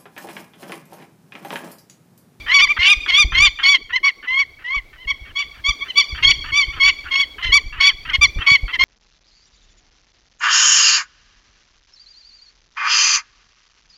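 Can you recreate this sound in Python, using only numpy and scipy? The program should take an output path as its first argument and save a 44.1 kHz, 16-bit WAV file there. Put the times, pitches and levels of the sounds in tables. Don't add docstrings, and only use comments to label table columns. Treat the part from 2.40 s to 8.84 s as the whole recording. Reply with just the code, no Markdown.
import sys
import numpy as np
from scipy import signal
from scipy.fft import rfft, irfft
from scipy.io import wavfile
from scipy.ndimage import uniform_filter1d, minimum_filter1d

SR = 44100
rng = np.random.default_rng(int(sys.argv[2]) if len(sys.argv) > 2 else 0)


def waveform_to_disk(signal):
    frames = np.transpose(np.atleast_2d(signal))
    scaled = np.clip(frames, -1, 1) * 32767
    samples = np.round(scaled).astype(np.int16)
    wavfile.write(sys.argv[1], SR, samples)


N = 284004
TIME = np.arange(N) / SR
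COARSE_TIME = TIME[::20]


def from_db(db):
    return np.exp(np.asarray(db) * (np.log(10) / 20))


def rms_one(x):
    return x / np.sqrt(np.mean(x ** 2) + 1e-20)


def in_time(rows):
    seconds, *columns = np.transpose(rows)
    return [np.interp(TIME, seconds, column) for column in columns]


def at_hz(points, hz):
    point_hz, point_db = np.transpose(points)
    return np.interp(np.log(hz), np.log(point_hz), point_db)


def low_pass(x, hz, order=3):
    return signal.sosfilt(signal.butter(order, hz, fs=SR, output="sos"), x)


def coloured(spectrum):
    hz = np.maximum(np.arange(N // 2 + 1) * SR / N, 1)
    white = rfft(rng.standard_normal(N))
    return rms_one(irfft(white * from_db(at_hz(spectrum, hz)) * (hz > 14), N))


def drift(rate):
    r = np.exp(-2 * np.pi * rate / SR)
    noise = rng.standard_normal(N + SR)
    return rms_one(signal.lfilter([1], [1, -2 * r, r * r], noise)[SR:])


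def tremble(top_hz):
    smoother = signal.butter(4, top_hz, fs=SR / 20, output="sos")
    coarse = signal.sosfilt(smoother, rng.standard_normal(len(COARSE_TIME)))
    return np.interp(TIME, COARSE_TIME, rms_one(coarse))


def resonate(x, hz, width_hz):
    edges = [hz - width_hz / 2, hz + width_hz / 2]
    return signal.sosfilt(signal.butter(2, edges, "band", fs=SR, output="sos"), x + 1e-18)


def air(gain_db=4.5, unsteady_db=-4):
    # time in seconds, level in dB before gain_db
    air_level = [(0.0, -53), (0.9, -60), (1.3, -62), (1.45, -65), (1.7, -63), (2.9, -61), (3.55, -56),
                 (4.5, -57.5), (5.0, -57), (5.45, -63), (5.7, -57), (6.44, -58)]
    # frequency in Hz, level in dB
    hush = [(150,1),(400,-11.5),(600,3),(1000,-1.5),(2000,-3.5),(4000,-3),(8000,-17),(15500,-16)]
    rush = rms_one(resonate(rng.standard_normal(N), 343, 260))
    unsteady_rush = from_db(unsteady_db + 5.6 * tremble(16.1)) * rush
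    return from_db(in_time(air_level)[0] + gain_db) * (coloured(hush) + unsteady_rush)


def wind(gain_db=3, lumpy_db=5.0, thump_db=-2, cycles=0.31, puff_db=-17):
    # time in seconds, level in dB before gain_db
    wind_level = [(0.0, -42.5), (0.18, -45.5), (0.66, -54), (0.84, -39), (1.0, -35), (1.12, -51.5),
                  (1.77, -64), (1.96, -56.5), (2.9, -51.5), (3.66, -54), (3.87, -28), (4.1, -43),
                  (4.45, -40), (4.7, -48.5), (5.52, -44.5), (5.9, -34.5), (6.3, -52), (6.44, -39)]
    # frequency in Hz, level in dB per Hz of bandwidth
    buffet = [(12, -53), (20, 12), (38, -1), (57, 2), (139, -13.5), (195, -28), (300, -19), (390, -22),
              (660, -120)]
    # start in seconds, level in dB before thump_db, pitch in Hz
    thumps = [(0.388, -19, 58), (0.567, -19, 39.4), (0.844, -7.5, 48.35), (0.924, -14, 37.8),
              (1.074, -20.5, 39.5), (2.366, -19.5, 37.6), (2.655, -25, 37.5), (2.813, -25.5, 50.8),
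              (3.285, -15, 38.3), (3.726, -15.5, 55), (5.051, -16.5, 38), (5.088, -12.5, 38),
              (5.258, -19, 36.8), (5.784, -14.5, 59.56), (5.959, -11.5, 36.2), (6.115, -15, 121.8),
              (6.23, -10.5, 36.8)]
    rumble_db = in_time(wind_level)[0] + gain_db + lumpy_db * tremble(14.1)
    out = from_db(rumble_db) * coloured(buffet)
    puff_colour = [(40, -2.5), (100, 4.5), (180, -11), (350, -17.5), (800, -25.0), (2000, -67.0)]   # Hz, dB
    puff = from_db(puff_db) * coloured(puff_colour)
    for start, db, hz in thumps:
        span = slice(int(start * SR), int(start * SR) + SR // 4)
        age = (TIME[span] - start) * hz
        swell = age / cycles * np.exp(1 - age / cycles)
        out[span] += from_db(db + thump_db) * swell * (np.sin(2 * np.pi * age) + puff[span])
    return signal.sosfilt(signal.butter(1, 15, "high", fs=SR, output="sos"), out)


def wood(voice, t60=0.47, first_s=0.1035, near_db=-7, dull_hz=7500):
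    # time in seconds, level in dB
    returned = [(0, -20.5), (0.7, -16), (1.3, -23.5), (2.5, -23), (2.9, -12.5), (4.4, -15), (5.2, -21.5),
                (6.44, -21)]
    lag = np.arange(SR) / SR
    trunks = rng.standard_normal(SR) * (rng.random(SR) < 400 / SR)
    near = from_db(near_db)
    arrival = np.interp(lag, [.004, .01, first_s, first_s + 0.0087], [0, near, near, 1])
    response = rms_one(trunks * arrival * from_db(-60 * lag / t60)) / np.sqrt(SR)
    earlier = voice[int(.05 * SR):int(.35 * SR)]
    scattered = signal.fftconvolve(np.r_[earlier, voice], response)[len(earlier):len(earlier) + N]
    detour_s = .003 + .00018 * tremble(20)
    detoured = np.interp(TIME - detour_s, TIME, scattered)
    scattered = (scattered + detoured) / np.sqrt(2)
    return low_pass(scattered, dull_hz) * from_db(in_time(returned)[0])


def gate(start, end, edge_s):
    return np.interp(COARSE_TIME, [start - edge_s, start, end, end + edge_s], [0, 1, 1, 0])


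def wandering_resonance(x, hz, width_hz):
    turn = np.exp(2j * np.pi * np.cumsum(hz) / SR)
    return np.real(turn * low_pass(x / turn, width_hz / 2, order=1))


def croaks(gain_db=3, top_hz=3700, bottom_hz=700, edge_s=0.0048, pulse_hz=290, uneven=.05):
    # start in seconds, end in seconds, level of the lower resonances in dB before gain_db
    croak_times = [(0.063, 0.124, -34), (0.366, 0.382, -25.5), (0.661, 0.682, -29), (0.921, 0.976, -31),
                   (1.189, 1.229, -28), (1.495, 1.527, -40.5), (1.828, 1.87, -40), (2.188, 2.237, -47.5),
                   (2.528, 2.578, -51.5), (2.851, 2.921, -47), (3.142, 3.209, -48.5), (3.438, 3.491, -44.5),
                   (3.748, 3.828, -36.5), (4.041, 4.112, -36.5), (4.325, 4.393, -38.5), (4.639, 4.709, -41),
                   (4.984, 5.021, -32), (5.089, 5.115, -45), (5.325, 5.403, -38), (5.501, 5.524, -33),
                   (5.652, 5.732, -34.5), (5.987, 6.06, -33), (6.007, 6.031, -39.5), (6.28, 6.32, -30.5)]
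    # middle frequency in Hz, width in Hz
    low_modes = [(1400,260),(1750,81),(2050,1400)]
    high_modes = [(2650,38),(3050,37)]
    even_db = -31.5
    brightens = 0.29
    cycles = np.cumsum(pulse_hz * np.exp(.13 * drift(8.6) + uneven * tremble(150))) / SR
    pulses = np.diff(np.floor(cycles), prepend=0) * from_db(2.5 * tremble(100))
    pulses = pulses + .002 * rng.standard_normal(N)
    groups = []
    for modes in low_modes, high_modes:
        rings = []
        for hz, width_hz in modes:
            ring = wandering_resonance(pulses, hz + 130 * tremble(20), width_hz)
            rings.append(rms_one(ring * from_db(4 * tremble(30))))
        middle_hz = np.mean(modes, axis=0)[0]
        groups.append(rms_one(resonate(sum(rings), middle_hz, 1600)))
    lower, upper = groups
    half_edge_s = edge_s / 2
    coarse_level = sum(from_db(db) * gate(start + half_edge_s, end - half_edge_s, edge_s)
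                       for start, end, db in croak_times)
    level = np.interp(TIME, COARSE_TIME, coarse_level)
    out = level * (lower + (level / from_db(even_db)) ** brightens * upper)
    dull = signal.butter(3, [bottom_hz, top_hz], "band", fs=SR, output="sos")
    return from_db(gain_db) * signal.sosfilt(dull, out)


def syrinx():
    # start, crest and end in seconds,
    # opening pitch in Hz, crest pitch in Hz, crest level in dB, overtones in dB before later trims
    syllables = [(0.09, 0.145, 0.22, 1893, 2281, -6.5, -5.5), (0.186, 0.224, 0.26, 2225, 2380, -7, -5),
                 (0.289, 0.31, 0.33, 2263, 2398, -9.5, -17.5), (0.394, 0.511, 0.54, 2071, 2464, -3.5, -7),
                 (0.686, 0.689, 0.72, 2200, 2218, -15, -2.5), (0.72, 0.795, 0.84, 2095, 2428, -6.5, -2.5),
                 (0.947, 1.033, 1.085, 2042, 2395, -5.0, -3.5), (1.237, 1.303, 1.369, 2169, 2279, -8, -3.5),
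                 (1.531, 1.561, 1.585, 1914, 2096, -13, -6.5),
                 (1.639, 1.662, 1.704, 2194, 2264, -8.5, -9.5),
                 (1.88, 2.006, 2.037, 1993, 2266, -11, -12.5), (2.248, 2.348, 2.4, 1907, 2283, -16, -14.5),
                 (2.584, 2.619, 2.66, 1963, 2080, -39.5, -1.5), (2.68, 2.7, 2.725, 2164, 2264, -16, -6.5),
                 (2.96, 3.001, 3.037, 2197, 2314, -18, -3.5), (3.248, 3.289, 3.32, 2173, 2338, -15, -1.5),
                 (3.491, 3.495, 3.52, 2034, 2073, -32, 10), (3.565, 3.586, 3.626, 2249, 2313, -12, -1),
                 (3.834, 3.904, 3.925, 2139, 2287, -10.0, 0.5),
                 (4.128, 4.166, 4.243, 2177, 2336, -10.5, -4.5),
                 (4.406, 4.478, 4.508, 2178, 2301, -7.5, -6), (4.717, 4.813, 4.845, 2150, 2245, -14, -3),
                 (5.032, 5.062, 5.13, 2048, 2068, -22, 2), (5.126, 5.155, 5.19, 2200, 2320, -5.5, -3.5),
                 (5.408, 5.479, 5.506, 2194, 2302, -9.0, -1), (5.697, 5.7, 5.71, 1902, 2100, -20, 4.5),
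                 (5.74, 5.756, 5.767, 2151, 2192, -9, -5.5), (5.82, 5.828, 5.863, 2343, 2340, -4, -6.5),
                 (6.071, 6.137, 6.169, 2214, 2259, -5.5, -8.5), (6.333, 6.336, 6.37, 1990, 2093, -18, -8),
                 (6.396, 6.443, 6.53, 2098, 2186, -9, -7)]
    # middle in seconds, length in seconds,
    # rasp in dB relative to the whistle, before it levels off and before the rasp's own gain
    breaks = [(0.104, 0.062, -13), (0.201, 0.024, -12), (0.208, 0.025, -9), (0.439, 0.061, -3.5),
              (0.49, 0.037, -10), (0.701, 0.06, -8), (0.76, 0.046, -15.5), (0.967, 0.11, -17),
              (1.085, 0.061, -7), (1.246, 0.055, -9.5), (1.366, 0.052, -11), (1.71, 0.07, -10.5),
              (3.031, 0.067, -19), (3.828, 0.044, -10.5), (3.939, 0.076, -6.5), (4.393, 0.018, -11.5),
              (4.501, 0.052, -10), (4.749, 0.132, -18.5), (5.044, 0.057, -3.5), (5.414, 0.059, -8.5),
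              (5.478, 0.067, -13.5), (5.758, 0.067, -10.5), (6.074, 0.043, -13.5), (6.351, 0.034, -10.5),
              (6.414, 0.038, -15.5)]
    rise_curve = .8
    fall_hz, fall_curve = 295.2, 2.5
    slack_db_per_hz = 0.0273
    attack_s, release_s = 0.014, .016
    clear_rasp_db, slack_rasp_db_per_hz = -25, .008
    full_rasp_db = -4.5
    slack_dulls_db_per_hz = 0.0021

    t = COARSE_TIME
    columns = np.transpose(syllables)[:, :, None]
    start, crest, end, opening_hz, crest_hz, crest_db, overtone_db = columns
    to_climb = np.clip((crest - t) / np.maximum(crest - start, 1e-3), 0, 1) ** rise_curve
    fallen = np.clip((t - crest) / np.maximum(end - crest, 1e-3), 0, 1.1) ** fall_curve
    slack_hz = (crest_hz - opening_hz) * to_climb + fall_hz * fallen
    fade_in = np.clip((t - start) / attack_s + .7, 0, 1)
    fade_out = np.clip((end - t) / release_s + 0.39, 0, 1)
    level = fade_in * fade_out * from_db(crest_db - slack_db_per_hz * np.maximum(slack_hz, 0))
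    share = (level + 1e-9) / np.sum(level + 1e-9, axis=0)
    strong_hz = np.sum(share * (crest_hz - slack_hz), axis=0)
    slack_hz = np.sum(share * slack_hz, axis=0)
    overtone_db = np.sum(share * overtone_db, axis=0) - slack_dulls_db_per_hz * slack_hz
    hoarse = from_db(clear_rasp_db + slack_rasp_db_per_hz * slack_hz)
    for middle, length, db in breaks:
        hoarse = hoarse + from_db(db) * np.exp(-(2 * (t - middle) / length) ** 2)
    hoarse = from_db(full_rasp_db) * np.tanh(hoarse / from_db(full_rasp_db))
    curves = strong_hz, level.max(axis=0), hoarse, overtone_db
    return [np.interp(TIME, t, curve) for curve in curves]


def cries(jitter=0.0041, waver_db=4.0, flutter_db=1.67, rasp_db=1, slow_ratio=0.33, fray_db=8, press_db=3,
          easy_hz=2290, bright_db=-0.9, split=0.4, full_db=-10, body_db=-7, loud_top_db=18, rasp_top_hz=6000):
    # frequency in Hz, level in dB
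    throat = [(1000,-25),(1250,-12),(2250,19),(3400,-7),(4500,-9),(5100,-28),(5700,-18.5),(6300,-27),(6900,-25.5),(7600,-44),(9200,-45),(10800,-39.5),(12000,-62),(15000,-74)]
    # middle frequency in Hz, width in Hz, level in dB
    rasp_modes = [(1086,234,7),(1993,690,3),(2928,530,13.5),(3330,3000,-8.5),(4790,930,-7),(4980,1400,-22),(7160,550,-39.5),(10300,2400,-48.5)]
    fray_rad, turbulence = .22, .2

    strong_hz, level, hoarse, overtone_db = syrinx()
    level = level * from_db(flutter_db * tremble(70))
    pitch = strong_hz / 2 * (1 + jitter * tremble(80))
    phase = 2 * np.pi * np.cumsum(pitch) / SR + fray_rad * hoarse * tremble(210)
    top_db = press_db * np.clip((strong_hz - easy_hz) / 100, -2, 1)
    effort_db = loud_top_db * (level - from_db(full_db))
    gains, partials = [], []
    for k in range(1, 14):
        gain = from_db(at_hz(throat, k * pitch) + (k > 6) * top_db + (k > 3) * effort_db)
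        gains.append(gain)
        partials.append(gain * from_db(waver_db * tremble(45)) * np.cos(k * phase + k * k))
    overtone_strength = np.sqrt(sum(gain ** 2 for gain in gains[2:]))
    overtones = from_db(overtone_db + bright_db) * sum(partials[2:]) / overtone_strength
    strong = np.cos(2 * phase) * from_db(fray_db * hoarse * tremble(220))
    fundamental = from_db(body_db) * np.tanh(level / from_db(full_db)) * partials[0]
    shake_hz = pitch * slow_ratio * (1 + .13 * drift(50))
    shake = np.sin(2 * np.pi * np.cumsum(shake_hz) / SR)
    pulses = rms_one(sum(np.cos(k * phase) for k in range(1, 11)) * shake)
    pulses = pulses + turbulence * (1 + np.cos(phase)) * rng.standard_normal(N)
    rasp = rms_one(sum(from_db(db + 4.5 * tremble(45)) * resonate(pulses, hz, width_hz)
                       for hz, width_hz, db in rasp_modes))
    rasp = low_pass(rasp, rasp_top_hz)
    whistle = fundamental + level * (strong + overtones * (1 + split * hoarse * shake))
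    return whistle, level * from_db(rasp_db) * hoarse * rasp


def echoes(voice, delay_s=0.16, dull_hz=2900):
    # middle of the echo in seconds, half its length in seconds, level in dB
    echo_times = [(0.274, 0.0057, -0.5), (3.425, 0.022, -2.5), (3.718, 0.014, -3), (4.286, 0.041, -7.5),
                  (5.964, 0.028, -23)]
    swells = sum(from_db(db) * np.cos(np.pi / 2 * np.clip((TIME - middle) / half_s, -1, 1))
                 for middle, half_s, db in echo_times)
    return low_pass(swells * np.interp(TIME - delay_s, TIME, voice), dull_hz)


def scene(rough_carry_db=-10):
    whistle, rasp = cries()
    rough = rasp + croaks()
    carried = whistle + from_db(rough_carry_db) * rough
    mix = air() + wind() + wood(carried) + rough + whistle + echoes(carried)
    return mix[None]


def record(dry, cutoff_hz=15800):
    room = np.minimum(1, .98 / (np.abs(dry) + 1e-9))
    gain = uniform_filter1d(minimum_filter1d(room, size=301), size=301)
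    top_cut = signal.ellip(10, .1, 90, cutoff_hz, fs=SR, output="sos")
    return signal.sosfilt(top_cut, dry * gain)


dry = scene()
out = record(dry)
waveform_to_disk(out)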